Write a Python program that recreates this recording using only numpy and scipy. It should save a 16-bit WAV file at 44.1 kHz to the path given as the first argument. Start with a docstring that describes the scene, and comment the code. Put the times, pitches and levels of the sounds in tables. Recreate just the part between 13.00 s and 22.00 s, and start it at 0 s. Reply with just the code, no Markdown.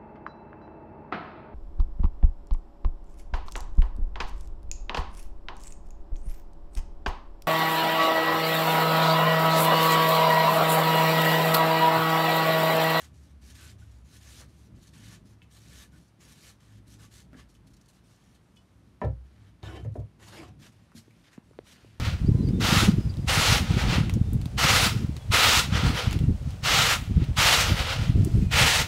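"""Quick strokes of a cloth on a wooden stand, close by in a plywood shed, over the drone of far traffic
in the shed's low modes. The fibres hiss, and firm strokes make the wood sing. At six seconds the stand
is set on the bench and the shed booms; the stand rocks on its rim, slides with a judder and knocks again.
Then hands brush clothing and small things tap nearby. The walls answer the hits briefly."""
import sys
import numpy as np
from scipy import signal
from scipy.fft import rfft, irfft, next_fast_len
from scipy.io import wavfile
from scipy.ndimage import uniform_filter1d, map_coordinates

SR = 44100
rng = np.random.default_rng(int(sys.argv[2]) if len(sys.argv) > 2 else 0)


def pcm_store(signal):
    """Save signal as 16-bit PCM."""
    levels = np.round(np.clip(np.atleast_2d(signal), -1, 1) * 32767)
    wavfile.write(sys.argv[1], SR, levels.astype(np.int16).T)


N = 396882
LEVEL_TIMES = np.arange(0, N / SR + .001, .001)  # seconds, one point each millisecond

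# Resonances of the wooden stand. Each row: frequency in Hz, width in Hz, gain in dB.
STAND_MODES = [(1155, 14, -3), (1484, 8.3, 4.5), (1747, 14, 0.5), (1770, 14, -24), (2248, 16, -7),
               (3074, 17, 2.5), (3850, 20, -15), (4260, 32, -23)]
# Low resonances, the shed's air first, then the bench. Each row: frequency in Hz, width in Hz, gain in dB.
BOOM_MODES = [(67.8, 4, 5), (103.7, 9.8, -1), (128.3, 13.6, -7.5), (147.5, 28, -13)]


def amp(db):
    """Gain of a level in dB."""
    return 10 ** (np.asarray(db) / 20)


def unit(x):
    """x at rms 1."""
    return x / np.sqrt(np.mean(x ** 2) + 1e-20)


def along(points, hz):
    """Read (Hz, value) points at hz, on a log frequency axis."""
    freqs, values = np.transpose(points)
    return np.interp(np.log(hz + 1), np.log(freqs + 1), values)


def curves(rows):
    """One value per sample for each column after the time."""
    times, *columns = np.transpose(rows)
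    return [np.interp(np.arange(N) / SR, times, column) for column in columns]


def per_sample(level):
    """A level of each millisecond, read at every sample."""
    return np.interp(np.arange(N) / SR, LEVEL_TIMES, level)


def wobble(rate):
    """A smooth random curve, rate knots a second."""
    return map_coordinates(rng.standard_normal(int(N * rate / SR) + 4), [np.arange(N) * rate / SR])


def filtered(x, response):
    """x through a complex response of frequency."""
    size = next_fast_len(N + SR // 2)
    return irfft(rfft(x, size) * response(np.fft.rfftfreq(size, 1 / SR)), size)[..., :N]


def shaped(x, spectrum):
    """x coloured by (Hz, dB) points, rms 1."""
    return unit(filtered(x, lambda hz: amp(along(spectrum, hz))))


def modes(peaks):
    """Causal response of (Hz, width in Hz, dB) resonances of alternating sign."""
    return lambda f: sum((-1) ** k * amp(db) * 1j * f * width / (hz * hz - f * f + 1j * f * width)
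                         for k, (hz, width, db) in enumerate(peaks))


def ring(partials, t, scatter_db):
    """One blow on (Hz, dB, t60 in seconds) modes, each at a new strength; peak 1."""
    x = sum(amp(db + scatter_db * rng.normal() - 60 * t / t60) * np.sin(2 * np.pi * hz * t)
            for hz, db, t60 in partials)
    return x / np.abs(x).max()


def grit(patchy_db, grain_db):
    """White friction noise: patches in pitch and time, and grains of uneven size."""
    grains = signal.stft(rng.standard_normal(N) * amp(grain_db * wobble(400)), nperseg=512)[2]
    patches = uniform_filter1d(uniform_filter1d(rng.standard_normal(grains.shape), 6, 0), 8, 1)
    return unit(signal.istft(grains * amp(patchy_db * unit(patches)), nperseg=512)[1][:N])


def stroke_db(start, length, change_db, rise_db_s, fall_db_s):
    """Level of a rub each millisecond: it sets in, drifts by change_db, then lets go."""
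    times = [start - 80 / rise_db_s, start, start + length, start + length + 80 / fall_db_s]
    return np.interp(LEVEL_TIMES, times, [-80, 0, change_db, change_db - 80])


def traffic():
    """Far off: a broad rumble and an engine slowing as it leaves."""
    rumble_levels = [(0.0, -53.5), (2.1, -51.5), (2.43, -54), (4.04, -53.5), (5.67, -57), (5.95, -54.5),
                     (7.6, -51), (8.086, -58.5), (8.554, -55.5), (9.0, -53.5)]  # Each row: time in seconds, level in dB.
    rumble_spectrum = [(15, -48), (25, -28), (46, 5.5), (65, 7), (92, -0.5), (118, 1), (156, -1.5),
                       (193, -2.5), (343, -14), (500, -28), (650, -25.5), (1100, -120)]  # Each row: frequency in Hz, relative density in dB.
    engine = [(0, 75.8, -46.5), (.7, 77.04, -45.5), (1.1, 73.1, -50), (1.8, 67.4, -55.5), (2.7, 64.8, -70),
              (4.1, 55.3, -48), (4.8, 46.9, -56), (5.6, 41.8, -66.5), (5.9, 39.8, -92)]  # Each row: time in seconds, note in Hz, level in dB.
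    rumble_db, = curves(rumble_levels)
    rumble = amp(rumble_db) * shaped(rng.standard_normal(N) * amp(2.3 * wobble(9.7)), rumble_spectrum)
    engine_hz, engine_db = curves(engine)
    engine_phase = 2 * np.pi * np.cumsum(engine_hz) / SR
    return rumble + amp(engine_db + 2 * wobble(11)) * np.sin(engine_phase + 1.1 * wobble(3.4))


def shed_drone():
    """Two low notes of the shed, stirred by far traffic, then booming on after the stand is set down."""
    notes_hz = [65.1, 106.5]  # The two pitches in Hz.
    levels = [(0.0, -54, -65), (0.71, -44, -53), (2.15, -60.5, -54.5), (2.8, -45.5, -62), (3.13, -67, -62),
              (3.73, -59, -53.5), (4.44, -50, -63), (4.9, -69, -67), (6.0, -60, -63.5), (6.17, -37.5, -55),
              (6.3, -46, -58), (6.4, -40.5, -53), (6.55, -48, -55), (6.62, -70, -65)]  # Each row: time in seconds, level of each note in dB.
    out = np.zeros(N)
    for hz, db in zip(notes_hz, curves(levels)):
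        level = amp(db + 4.9 * wobble(9.8))
        out += level * np.sin(2 * np.pi * hz * np.arange(N) / SR + 1.64 * wobble(7.3))
    return out


def room_air():
    """A faint, steady hiss of air all around the microphone."""
    spectrum = [(180, -23), (300, -1.5), (461, -6), (794, -7.5), (1050, -8), (5750, -22.5), (7740, -27.5),
                (8830, -24), (13100, -32), (15500, -44)]  # Each row: frequency in Hz, relative density in dB.
    return amp(-70) * shaped(grit(patchy_db=0, grain_db=0.5), spectrum)


def cloth():
    """Close by, fibres hiss over the grain; pressure also wakes the modes of the stand."""
    # Strokes of cloth and skin. Each row: start and length in seconds, first and last hiss level in dB,
    # pressure sound in dB over the hiss.
    strokes = [(0, 0.048, -58, -58, -1), (0.143, 0.17, -70.5, -71.5, -6.5),
               (0.42, 0.091, -66.5, -56.5, -4.5), (0.551, 0.15, -57.5, -55.5, -3),
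               (0.792, 0.22, -68, -76, -2), (1.05, 0.12, -72, -57.5, -4.5), (1.213, .2, -59.5, -54.5, -4),
               (1.487, 0.18, -71.5, -69, -6), (1.755, 0.14, -74, -67, -1.5),
               (1.937, 0.21, -62.5, -57, -1.5), (2.259, 0.076, -70, -70.5, -5),
               (2.512, .065, -65.5, -59, -5), (2.606, .22, -65.5, -53.5, -3.5),
               (2.922, 0.062, -70.5, -66.5, -4), (3.0, .1, -72, -79.5, -16), (3.208, 0.12, -61, -59, -3.5),
               (3.359, 0.14, -63, -56, -2), (3.606, 0.18, -70, -71.5, 0.5),
               (3.874, 0.069, -67.5, -58.5, -6.5), (3.995, 0.057, -61.5, -60.5, -2),
               (4.118, 0.088, -59.5, -58.5, -5.5), (4.32, 0.056, -81, -76, 3),
               (4.372, 0.028, -68, -61.5, 5.5), (4.657, .33, -84, -75, 1.5), (5.04, 0.077, -76, -67, -5),
               (5.11, 0.25, -72.5, -73, -3), (5.42, 0.53, -79.5, -82.5, -15), (6.25, 0.24, -83, -76.5, 7),
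               (7.597, 0.023, -71, -66, 1.5), (7.627, 0.043, -61, -60.5, 3), (7.723, 0.23, -73.5, -83, 4.5),
               (8.047, 0.2, -77.5, -76, 4.5), (8.244, .04, -71.5, -70, 8.5), (8.319, 0.024, -69, -66, 4),
               (8.438, 0.23, -80, -77.5, 0.5), (8.646, 0.029, -71, -64, 3.5),
               (8.668, 0.063, -63.5, -59, 2.5), (8.759, 0.23, -68.5, -76, 7)]
    # Fidgets of the cloth and grit under the base. Each row: start in seconds, dB, length in seconds.
    fidgets = [(.91, -74, .025), (1.82, -64.5, 0.025), (1.868, -68.5, 0.019), (2.42, -72, 0.033),
               (3.075, -77, .02), (4.486, -67, 0.045), (4.54, -69.5, 0.036), (4.667, -65, 0.023),
               (4.7, -74, 0.025), (4.733, -67, 0.018), (4.766, -66, 0.011), (4.81, -68, 0.011),
               (4.856, -69, 0.012), (4.8806, -63.5, 0.03), (4.927, -73, 0.04), (5.345, -75, 0.016),
               (5.558, -72.5, .025), (6.007, -73, 0.021), (6.045, -62.5, 0.011), (6.84, -68, .02),
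               (6.92, -73, .012), (6.94, -70, .012), (6.954, -69.5, 0.024), (6.989, -69.5, 0.024)]
    # Colours of the fibre hiss and the pressure sound. Each row: frequency in Hz, relative density in dB.
    fibre_spectrum = [(1470, -13.5), (2500, -7), (4330, -1), (4930, -5), (5700, -0.5), (7110, -3),
                      (7790, -5), (9140, -5.5), (12200, -10.5), (15500, -22.5)]
    press_spectrum = [(470, 3), (800, 0), (960, 0), (1710, 6.5), (2240, 3.5), (2990, 3.5), (4000, -0.5),
                      (5200, -2.5), (8800, -120)]
    let_go_s = 7.5  # the hand leaves the stand; later rubbing no longer rings in it
    hiss, press, flicks = np.zeros((3, len(LEVEL_TIMES)))
    for start, length, first_db, last_db, press_db in strokes:
        level = amp(first_db + stroke_db(start, length, last_db - first_db, rise_db_s=1196, fall_db_s=358))
        hiss = np.hypot(hiss, level)
        press = np.hypot(press, amp(press_db) * level)
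    for start, db, length in fidgets:
        age = np.clip(LEVEL_TIMES - start, 0, 1) / (.35 * length)
        flicks += amp(db) * age * np.exp(1 - age ** 1.1)
    hiss = per_sample(hiss) * amp(.9 * wobble(25)) + per_sample(flicks)
    rub = grit(patchy_db=1.8, grain_db=1.5)
    stand_gain = amp(-8 + 3.2 * wobble(6.7)) * per_sample(LEVEL_TIMES < let_go_s)
    body = shaped(rub, press_spectrum) + stand_gain * unit(filtered(rub, modes(STAND_MODES)))
    return hiss * shaped(rub[::-1], fibre_spectrum) + per_sample(press) * unit(body)


def squeaks():
    """A firm stroke makes one mode of the stand sing with a shaky phase."""
    notes = [(.57, -59.5, 1524, .12), (0.815, -61, 1465, 0.025), (2.751, -62, 1730, 0.13),
             (2.798, -57.5, 3700, 0.048), (2.921, -65, 1503, 0.064), (6.432, -74, 1700, 0.044),
             (6.656, -60.5, 3000, 0.097), (6.65, -51, 3660, 0.034), (6.673, -49.5, 1504, 0.047)]  # Each row: start in seconds, level in dB, pitch in Hz, length in seconds.
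    out = np.zeros(N)
    for start, db, hz, length in notes:
        t = np.arange(round(length * SR)) / SR
        shake = np.cumsum(.09 * rng.standard_normal(8192))[:len(t)]
        fade = signal.windows.tukey(len(t), .5)
        out[round(start * SR):][:len(t)] += amp(db) * fade * np.sin(2 * np.pi * hz * t + shake)
    return out


def ticks():
    """Small hard contacts nearby: one short mode with neighbours, smeared by a gritty touch."""
    # Each row: start in seconds, peak in dB, pitch in Hz, t60 in seconds, roughness from 0 to 1.
    contacts = [(1.417, -42.5, 1173, 0.073, 0.48), (2.419, -44, 2614, 0.028, 0.4),
                (4.331, -42, 296, 0.062, 0.3), (4.331, -48.5, 1380, .025, 0.46),
                (4.35, -40.5, 253, .07, 0.18), (4.344, -47, 1660, 0.037, 0.15),
                (4.55, -55, 3020, 0.047, 0.3), (5.359, -57, 3110, 0.028, 0.7),
                (5.568, -52, 2987, 0.071, 0.05), (5.568, -62, 5070, .06, .2),
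                (6.047, -47, 3770, 0.017, 0.7), (6.63, -40, 3720, 0.018, 0.33),
                (7.918, -49.5, 1165, 0.035, 0.6), (7.95, -40.5, 200, 0.22, 0.1),
                (8.107, -52, 2270, 0.025, 0.65), (8.332, -48, 1910, 0.019, 0.36),
                (8.378, -42, 890, 0.013, 0.3), (8.534, -52, 1260, 0.016, 0.5)]
    out, t = np.zeros(N + SR), np.arange(SR // 5) / SR
    for start, db, hz, t60, rough in contacts:
        tick = ring([(hz, 0, t60), (1.13 * hz, -5, t60), (.86 * hz, -6, t60)], t, scatter_db=1.5)
        tick *= 1 - rough + rough * unit(uniform_filter1d(rng.standard_normal(len(t)), size=40))
        tick *= 1 - np.exp(-t / 0.00014)
        out[round(start * SR):][:len(t)] += amp(db) * tick / np.abs(tick).max()
    return out[:N]


def shed_reverb(x):
    """The plywood walls answer 4.5 ms late, each frequency dying at its own speed."""
    decay_times = [(150, 0.24), (1000, 0.16), (8000, 0.23)]  # Each row: frequency in Hz, t60 in seconds.
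    hz, t, noise = signal.stft(rng.standard_normal(SR // 2), SR, nperseg=256)
    tail = signal.istft(noise * amp(-60 * t / along(decay_times, hz)[:, None]), SR, nperseg=256)[1]
    return signal.fftconvolve(np.pad(x, (200, 0)), tail / np.linalg.norm(tail))[:N]


def knocks():
    """The stand's base strikes the bench's modes, then chatters; a longer contact is duller."""
    contacts = [(6.016, -9, 0.42), (6.021, -15, 0.41), (6.037, -13.5, 0.55), (6.054, -20.5, 0.57),
                (6.074, -34, 0.5), (6.63, -22.5, 0.23), (6.848, -22.5, 0.53), (6.955, -21, 0.76),
                (6.975, -32.5, 1), (6.993, -31, 0.59), (7.019, -39, 0.38)]  # Each row: start in seconds, force in dB, contact time in milliseconds.
    bench_modes = [(180, 27, -1), (273, 19, -4), (310, 35, -4), (385, 98, -1), (527, 35, -0.5),
                   (574, 43, -0.5), (683, 100, -2.5), (811, 44, -4.5), (984, 82, -6), (1337, 22, -4),
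                   (1740, 140, -17.5), (2340, 89, -10)]  # Each row: frequency in Hz, width in Hz, gain in dB.
    force, t = np.zeros(N + SR), np.arange(4096) / SR
    for start, db, contact_ms in contacts:
        chatter = 0.088 * amp(-60 * t / 0.044) * rng.standard_normal(len(t))
        chatter[0] = 1  # the blow itself
        age = t[:512] / (contact_ms / 4000)
        push = age ** 2 * np.exp(-age)
        force[round(start * SR):][:len(t)] += amp(db) * np.convolve(chatter, push / push.max())[:len(t)]
    return filtered(force[:N], lambda hz: modes(bench_modes)(hz) + amp(-18))


def heaves():
    """The low modes of shed and bench swell while the stand's weight settles, then die."""
    # Each row: start in seconds, shed gain and bench gain in dB, time to the top in seconds.
    loads = [(6.02, -25.5, -22, 0.05), (6.637, -51, -38, 0.03), (6.811, -49, -28.5, 0.021),
             (6.837, -42, -25, 0.037), (6.893, -41, -31, 0.02), (6.959, -32, -28, 0.034),
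             (7.008, -43, -35, 0.028), (7.47, -51, -46, 0.026)]
    out, t = np.zeros(N + SR), np.arange(SR // 2) / SR
    shed, *bench = [amp(db) * np.sin(2 * np.pi * hz * t) for hz, _, db in BOOM_MODES]
    for start, shed_db, bench_db, rise in loads:
        swell = (t / rise * np.exp(1 - t / rise)) ** 2.7
        out[round(start * SR):][:len(t)] += swell * (amp(shed_db) * shed + amp(bench_db) * sum(bench))
    return out[:N]


def slides():
    """Base and hands judder over the bench: board and low modes ring, the rasp partly rings the stand."""
    # Each row: start and length in seconds, change over the push in dB, levels of board, boom, rasp and
    # hiss in dB, share of the rasp's power that rings in the stand from 0 to 1.
    pushes = [(6.636, 0.075, -.5, -50, -39, -50.5, -64, 0.48),
              (6.73, 0.05, 1, -45.5, -46, -53, -66.5, 0.22),
              (6.799, 0.045, -7.5, -57, -35.5, -63, -73, 0.3), (7.2, 0.1, 10, -69, -58.5, -65.5, -67, 0),
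              (7.325, 0.063, -0.5, -56, -52, -49.5, -57.5, 0),
              (7.397, 0.06, -0.5, -48.5, -46, -54.5, -67, 0.05),
              (7.955, 0.027, 2, -69, -53, -82, -57.5, 0.3)]
    board_modes = [(332, 39, 10.5), (737, 44, 5), (1060, 5.4, 1)]  # Each row: frequency in Hz, width in Hz, gain in dB.
    rasp_spectrum = [(530, 0), (900, 2), (2510, -4.5), (2910, -4), (3390, -7), (4100, -13.5), (6000, -24),
                     (7800, -22), (13200, -120)]  # Each row: frequency in Hz, relative density in dB.
    levels = np.zeros((5, len(LEVEL_TIMES)))
    for start, length, change_db, board_db, boom_db, rasp_db, hiss_db, share in pushes:
        plain, ringing = np.sqrt([1 - share, share]) * amp(rasp_db)
        gains = [amp(board_db), amp(boom_db), plain, ringing, amp(hiss_db)]
        envelope = amp(stroke_db(start, length, change_db, rise_db_s=1502, fall_db_s=270))
        levels = np.hypot(levels, np.outer(gains, envelope))
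    judder = grit(patchy_db=2.5, grain_db=0.8) * amp(1.63 * wobble(60))
    board = unit(filtered(judder, modes(board_modes + [(540, 370, -19)])))
    boom = unit(filtered(rng.standard_normal(N), modes(BOOM_MODES)))
    rasp = shaped(judder, rasp_spectrum)
    stand = unit(filtered(judder, lambda hz: modes(STAND_MODES)(hz) * hz / (hz + 1500)))
    hiss = shaped(judder, [(1200, -13), (3000, -8), (5000, -5.5), (8000, -9), (12000, -12.5), (15500, -27)])
    return sum(per_sample(level) * x for level, x in zip(levels, [board, boom, rasp, stand, hiss]))


def taps():
    """Dull taps nearby: a thin crack, then a damped push of about one cycle whose pitch sags."""
    # Each row: start in seconds, level in dB, settled pitch in Hz, crack gain in dB on top of the level.
    contacts = [(8.08, -46.5, 287, -14.5), (8.38, -34.5, 210, -30.5), (8.511, -47, 365, -17.5),
                (8.589, -29.5, 412, -6), (8.846, -46, 337, -24.5)]
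    out, t = np.zeros(N + SR), np.arange(SR // 10) / SR
    for start, db, hz, crack_db in contacts:
        cycles = hz * (t + 0.00051 * (1 - np.exp(-t / 0.00011)))
        push = -np.sin(2 * np.pi * cycles) * (t * hz / 0.26) * np.exp(1 - t * hz / 0.37)
        crack = amp(crack_db) * np.sin(2 * np.pi * 2200 * t) * np.exp(-((t - .0005) / 0.00016) ** 2)
        out[round(start * SR):][:len(t)] += amp(db) * (push + crack)
    return out[:N]


def scene():
    """One microphone near the bench: the walls answer the hits, and steady air lies under all."""
    wood, dull, bright = knocks(), taps(), ticks()
    walls = shed_reverb(amp(-3) * wood + amp(-25) * dull + amp(-4) * bright)
    hits = wood + heaves() + dull + bright + walls
    return (room_air() + hits + cloth() + squeaks() + slides() + traffic() + shed_drone())[None]


def record(dry):
    """The microphone drops the deepest bass and passes nothing above its band limit."""
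    low_cut_hz, top_hz = 46, 15650
    return filtered(dry, lambda hz: (hz < top_hz) * (1j * hz / (low_cut_hz + 1j * hz)) ** 4)


dry = scene()
out = record(dry)
pcm_store(out)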